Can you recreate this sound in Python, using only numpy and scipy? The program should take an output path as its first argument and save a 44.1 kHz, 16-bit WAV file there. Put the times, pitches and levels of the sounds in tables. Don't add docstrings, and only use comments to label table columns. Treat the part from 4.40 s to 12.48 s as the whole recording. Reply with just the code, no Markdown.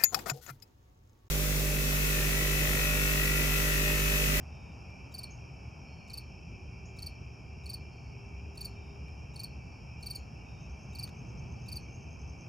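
import sys
import numpy as np
from scipy import signal
from scipy.fft import rfft, irfft
from scipy.io import wavfile

SR = 44100
rng = np.random.default_rng(int(sys.argv[2]) if len(sys.argv) > 2 else 0)


def waveform_to_disk(signal):
    frames = np.transpose(np.atleast_2d(signal))
    scaled = np.clip(frames, -1, 1) * 32767
    samples = np.round(scaled).astype(np.int16)
    wavfile.write(sys.argv[1], SR, samples)


N = 356328
TIME = np.arange(N) / SR

# (share of the stroke/1, relative level/dB)
STROKE_ENVELOPE = [(0, -11.5), (.05, -5.5), (.13, -8.5), (.22, -14), (.36, -4), (.66, -2), (.8, 2.5),
                   (.95, -5.5), (1.081, -14)]
# (relative level/dB, resonance f/Hz, its width/Hz, left-right phase/rad)
WING_PARTIALS = [(-1, 5200, 1870, 0.48), (-6.5, 9100, 350, -0.16), (-8.5, 14140, 290, 0.055)]
# (f/Hz, relative level/dB)
RASP_SPECTRUM = [(3200, -44), (4000, -51), (5500, 19.5), (7400, 9), (8300, 13), (11000, 11.5), (12500, 3),
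                 (14000, -10), (15800, 2)]
# (f/Hz, relative level/dB)
SCRATCH_SPECTRUM = [(3550, -17), (3850, 7.5), (4200, -20), (6400, -1), (7500, 1), (8600, -22), (10800, -5),
                    (12700, -28), (15000, -9), (16000, 0)]
# (t/s, opening strokes left out/1, last stroke/1, rhythm stretch/1, stroke stretch/1, level/dB)
NEAR_CHIRPS = [(.706, 1, 4, 1.026, 0.9, -34.5), (1.699, 0, 3, 1.01, 0.82, -34),
               (2.5874, 0, 3, 1.015, 0.79, -34), (3.259, 0, 3, 1, 0.97, -34),
               (4.1742, 0, 3, 0.98, 0.84, -33), (4.9595, 0, 3, 1.01, 0.86, -33),
               (5.627, 0, 4, 1.0, 1, -33.5), (6.551, 0, 3, 1.04, 1.04, -33.5),
               (7.283, 0, 3, 1, 1.09, -34.5)]
# (t into the chirp/s, length/s, relative level/dB)
STROKE_PATTERN = [(0, 0.0093, -5), (0.0342, .0148, -.6), (0.0737, .0172, 0.5), (.1228, 0.015, 0.5)]
# (t/s, length/s, first f/Hz, last f/Hz, level/dB)
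BIRD_CALLS = [(.902, 0.015, 5860, 7060, -51), (2.45, 0.018, 5800, 7500, -57),
              (4.225, 0.013, 6370, 7630, -54), (5.746, 0.029, 6000, 7450, -57),
              (7.539, 0.019, 6030, 6800, -56)]
# (t/s, level/dB)
RUSTLE_TIMES = [(.503, -66), (4.683, -61), (6.676, -51.5), (6.691, -52)]
# (middle f/Hz, spread of f/Hz, stroke rate/Hz, level before the hedges/dB)
CHORUS_GROUPS = [(2401, 60, 49, -61.5), (2651, 76, 59, -64), (3091, 54, 33.5, -75.5),
                 (5422, 120, 71, -66.5), (5106, 190, 74, -73), (6050, 440, 80, -77)]
# (t/s, f/Hz, level/dB)
FAR_TRILLS = [(.07, 3660, -81), (1.43, 4380, -75), (3.456, 4440, -75), (3.482, 4560, -77),
              (4.29, 3670, -81), (5.163, 4620, -71), (6.016, 3700, -78), (6.952, 4600, -77)]
# (f/Hz, relative level/dB)
RUMBLE_SPECTRUM = [(20, -28), (32, -18), (48, -11.5), (60, 1.5), (76, 5), (92, -4), (115, -1.5),
                   (150, -6.5), (200, -12), (310, -20.5), (400, -21), (500, -25.5), (700, -66),
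                   (1200, -120)]
# (f/Hz, relative level/dB)
AIR_SPECTRUM = [(200, -9), (400, -34), (540, 3.5), (800, 6.5), (1100, -3), (1500, -8.5), (2000, -14),
                (3600, -26), (5000, -24), (7300, -19.5), (8900, -37), (10500, -24.5), (12500, -34.5),
                (14500, -36.5), (16000, -43)]
# (t/s, f/Hz, level/dB)
TYRE_TONE = [(1.7, 381, -74), (2.3, 380.2, -59.5), (3.1, 385.4, -66.5), (3.9, 398, -62.5),
             (4.55, 400, -59.5), (4.75, 400, -72)]
# (f/Hz, side filter gain/dB)
SIDE_WIDTH = [(30, -25), (60, -20.5), (110, -17.5), (200, -12), (380, -6.5), (560, -4.5), (1290, 1.5),
              (2380, -15), (3100, -12), (4400, -26.5), (6000, -53), (8000, -24), (15000, -9)]

TRILL_S = 0.3
TICK_START_S, TICK_REST_S, TICK_DB, TICK_RISE_DB_PER_S = 6.19, .074, -52, 2.1
VEHICLE_S, VEHICLE_RISE_S, VEHICLE_DB, VEHICLE_EBB_DB_PER_S = 6.88, 0.22, 3.5, 2.4
LAG_ABOVE_HZ, TREBLE_LAG_S, TOP_HZ = 8120, 0.00034, 15800


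def undb(db):
    return 10 ** (np.asarray(db) / 20)


def level(x, db):
    return x * undb(db) / np.sqrt(np.mean(x ** 2))


def colour(x, points):
    hz, db = np.transpose(points)
    bins = np.fft.rfftfreq(x.shape[-1], 1 / SR)
    gain = undb(np.interp(np.log(bins + 1), np.log(hz), db))
    return irfft(rfft(x) * gain, x.shape[-1])


def noise(points):
    return colour(rng.standard_normal(N), points)


def walk(rate):
    knots = rng.standard_normal(int(N / SR * rate) + 2)
    return np.interp(TIME * rate, np.arange(len(knots)), knots)


def add(track, s, sound):
    start = max(int(s * SR), 0)
    part = track[..., start:start + sound.shape[-1]]
    part += sound[..., :part.shape[-1]]


def turn(hz):
    return 2 * np.pi * np.cumsum(hz) / SR


def stereo(mid, side):
    side = colour(side, SIDE_WIDTH)
    return np.array([mid + side, mid - side])


def scatter(x, t60):
    t = TIME[:SR]
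    tails = rng.standard_normal((2, SR)) * undb(-60 * t / t60) * (t > .004)
    tails /= np.sqrt(np.sum(tails ** 2, axis=1, keepdims=True))
    mid, side = (signal.fftconvolve(x, tail)[:N] for tail in tails)
    return stereo(mid, side)


def field_cricket(end_hz=4390, fall_hz_per_s=26000, brake_hz=90, waver_hz=45,
                  rasp_db=-30, catch_db=9, scratch_db=-59.5, scratch_s=0.024, lead_s=0.0039,
                  near_db=-16, near_t60=0.088, yard_db=-21, yard_t60=0.27):
    direct, scrape, opening = np.zeros((2, N)), np.zeros(N), np.zeros(N)
    share, shape_db = np.transpose(STROKE_ENVELOPE)
    waver, grip = walk(700), [walk(600) for _ in WING_PARTIALS]
    for s, length, db in strokes():
        t = TIME[:int(length * share[-1] * SR)]
        here = slice(int(s * SR), int(s * SR) + len(t))
        detune, skew = 2 * rng.random(2) - 1
        progress = (t / length) ** (1 + 0.26 * skew)
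        loudness = undb(db + np.interp(progress, share, shape_db))
        hz = end_hz + 35 * detune + fall_hz_per_s * (length - t)
        hz = hz - brake_hz * (t / length) ** 6 + waver_hz * waver[here]
        for k, (partial_db, wing_hz, width_hz, lead) in enumerate(WING_PARTIALS, 1):
            shaken = undb(partial_db + 0.53 * k * grip[k - 1][here])
            size = loudness * shaken / np.hypot(1, 2 * (k * hz - wing_hz) / width_hz)
            left_right = np.array([[lead], [-lead]]) / 2
            add(direct, s, size * np.sin(k * turn(hz) + left_right))
        add(scrape, s, loudness + undb(db + catch_db) * np.exp(-t / 0.0053))
        add(opening, s - lead_s - scratch_s, undb(scratch_db) * np.hanning(int(scratch_s * SR)))
    direct += scrape * level(noise(RASP_SPECTRUM), rasp_db)
    direct += opening * undb(1.6 * walk(350)) * level(noise(SCRATCH_SPECTRUM), 0)
    leaf_colour = [(5000, 2.5), (9000, 4.5), (13000, 7.0)]
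    yard_colour = [(3000, 14), (4100, 13), (4600, 2), (7500, -11), (9000, -17), (14000, -6), (15500, -12)]
    near = scatter(colour(direct[0], leaf_colour), near_t60)
    yard = scatter(colour(direct[0], yard_colour), yard_t60)
    return direct + undb(near_db) * near + undb(yard_db) * yard


def strokes():
    return [(s + pace * after, stretch * length, db + accent_db)
            for s, skipped, last, pace, stretch, db in NEAR_CHIRPS
            for after, length, accent_db in STROKE_PATTERN[round(skipped):round(last)]]


def ticker(gap_s=.0205, tick_s=.006, first_hz=6170, step_hz=90, sweep_hz=290, grow_db=3.0,
           echo_db=-8, rest_spread=.3, count=24):
    out, s = np.zeros(N), TICK_START_S
    swell = np.hanning(int(tick_s * SR))
    upward = np.linspace(-1, 1, len(swell))
    for extra, rest, detune, *reach in rng.uniform(-1, 1, (count, 6)):
        ticks = 2 + int(extra > 0)
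        db = TICK_DB + TICK_RISE_DB_PER_S * (s - TICK_START_S)
        for k in range(ticks):
            hz = first_hz + step_hz * k + 50 * detune + sweep_hz * (1 + reach[k]) * upward
            tick_db = db - grow_db * (ticks + 0.5 - k)
            add(out, s + k * gap_s - tick_s / 2, undb(tick_db) * swell * np.sin(turn(hz)))
        s += (ticks - 1) * gap_s + TICK_REST_S * (1 + rest_spread * rest)
    return out + undb(echo_db) * scatter(colour(out, [(6200, 6.2), (6900, 8.5)]), 0.23)


def bird(echo_db=1):
    out = np.zeros(N)
    for s, length, first_hz, last_hz, db in BIRD_CALLS:
        size = int(length * SR)
        glide = np.linspace(first_hz, last_hz, size)
        add(out, s, undb(db) * np.hanning(size) * np.sin(turn(glide)))
    return out + undb(echo_db) * scatter(out, 0.24)


def rustles(decay_s=0.0043):
    bursts = np.zeros(N)
    for s, db in RUSTLE_TIMES:
        add(bursts, s, undb(db) * np.exp(-TIME[:SR // 10] / decay_s))
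    return bursts * level(noise([(800, 0), (2000, 3), (7000, -4), (15000, -14)]), 0)


def trill(hz, rate, sag, overtone_db=-29):
    stroke = np.cumsum(rate * (1 + .025 * walk(5))) / SR + rng.random()
    stroke -= np.floor(stroke)
    swell = (stroke * (1 - stroke)) ** 2
    wave = np.sin(turn(hz * (1 + sag * (1 - 2 * stroke) + .014 * walk(90))))
    octave = 2 * wave ** 2 - 1
    return swell * (wave + undb(overtone_db) * octave)


def chorus(count=12, size=8, breeze=9, hedge_t60=0.39):
    voices = np.zeros(N)
    rank = (np.arange(count) + .5) / count
    offsets = np.log(rank / (1 - rank)) / np.sqrt(2)
    for hz, spread_hz, rate, db in CHORUS_GROUPS:
        for offset in offsets:
            own_rate = rate * (1 + .03 * rng.standard_normal())
            voice = trill(hz + spread_hz * offset, own_rate, sag=spread_hz / hz)
            voices += level(voice, db) / np.sqrt(count)
    paths = np.array([walk(breeze) for _ in range(size)])
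    paths /= np.linalg.norm(paths, axis=0)
    return sum(scatter(path * voices, hedge_t60) for path in paths)


def far_trills(rate=45, sag_hz=60, waver_hz=35):
    out, waver = np.zeros(N), walk(87)
    t = TIME[:int(TRILL_S * SR)]
    throb = 1 + .35 * np.sin(2 * np.pi * rate * t)
    fade = signal.windows.tukey(len(t), .5)
    for s, hz, db in FAR_TRILLS:
        pitch = hz + sag_hz * (1 - 2 * (rate * t % 1)) + waver_hz * waver[int(s * SR):][:len(t)]
        add(out, s, undb(db) * fade * throb * np.sin(turn(pitch)))
    return (out + scatter(out, 0.054)) / np.sqrt(2)


def traffic(deep_db=-47.5, drone_db=-48.5, air_db=-60.0, left_db=3.0, heave_db=1.3, heave_rate=6,
            drone_heave_db=.5, approach_db_per_s=0.19):
    since = TIME - VEHICLE_S
    swell_db = VEHICLE_DB * np.clip(1 + since / VEHICLE_RISE_S, 0, 1)
    swell_db -= VEHICLE_EBB_DB_PER_S * np.maximum(since, 0)
    swell_db += approach_db_per_s * np.minimum(since, 0)

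    rumble = stereo(*colour(rng.standard_normal((2, N)), RUMBLE_SPECTRUM))
    low = colour(rumble, [(100, 0), (120, -60)])
    deep = level(low * undb(heave_db * walk(heave_rate) + 0.34 * swell_db), deep_db)
    drone = level(rumble - low, drone_db) * undb(swell_db + drone_heave_db * walk(heave_rate))

    air = level(stereo(*colour(rng.standard_normal((2, N)), AIR_SPECTRUM)), air_db)
    air *= undb(0.65 * walk(1.44) + 0.058 * swell_db)
    air[0] = colour(air[0], [(700, 0.02), (1300, left_db), (3000, 0)])

    s, hz, db = np.transpose(TYRE_TONE)
    whine_db = np.interp(TIME, s, db, left=-120, right=-120) + 3.3 * walk(11)
    whine_hz = np.interp(TIME, s, hz) + 4.2 * walk(40)
    return deep + drone + air + undb(whine_db) * np.sin(turn(whine_hz))


def scene():
    near = field_cricket() + ticker() + bird() + rustles()
    return near + chorus() + far_trills() + traffic()


def record(dry):
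    above_hz = np.maximum(np.fft.rfftfreq(N, 1 / SR) - LAG_ABOVE_HZ, 0)
    left = irfft(rfft(dry[0]) * np.exp(-2j * np.pi * above_hz * TREBLE_LAG_S), N)
    top_cut = signal.ellip(10, .2, 70, TOP_HZ, fs=SR, output="sos")
    return signal.sosfilt(top_cut, np.array([left, dry[1]]))


dry = scene()
out = record(dry)
waveform_to_disk(out)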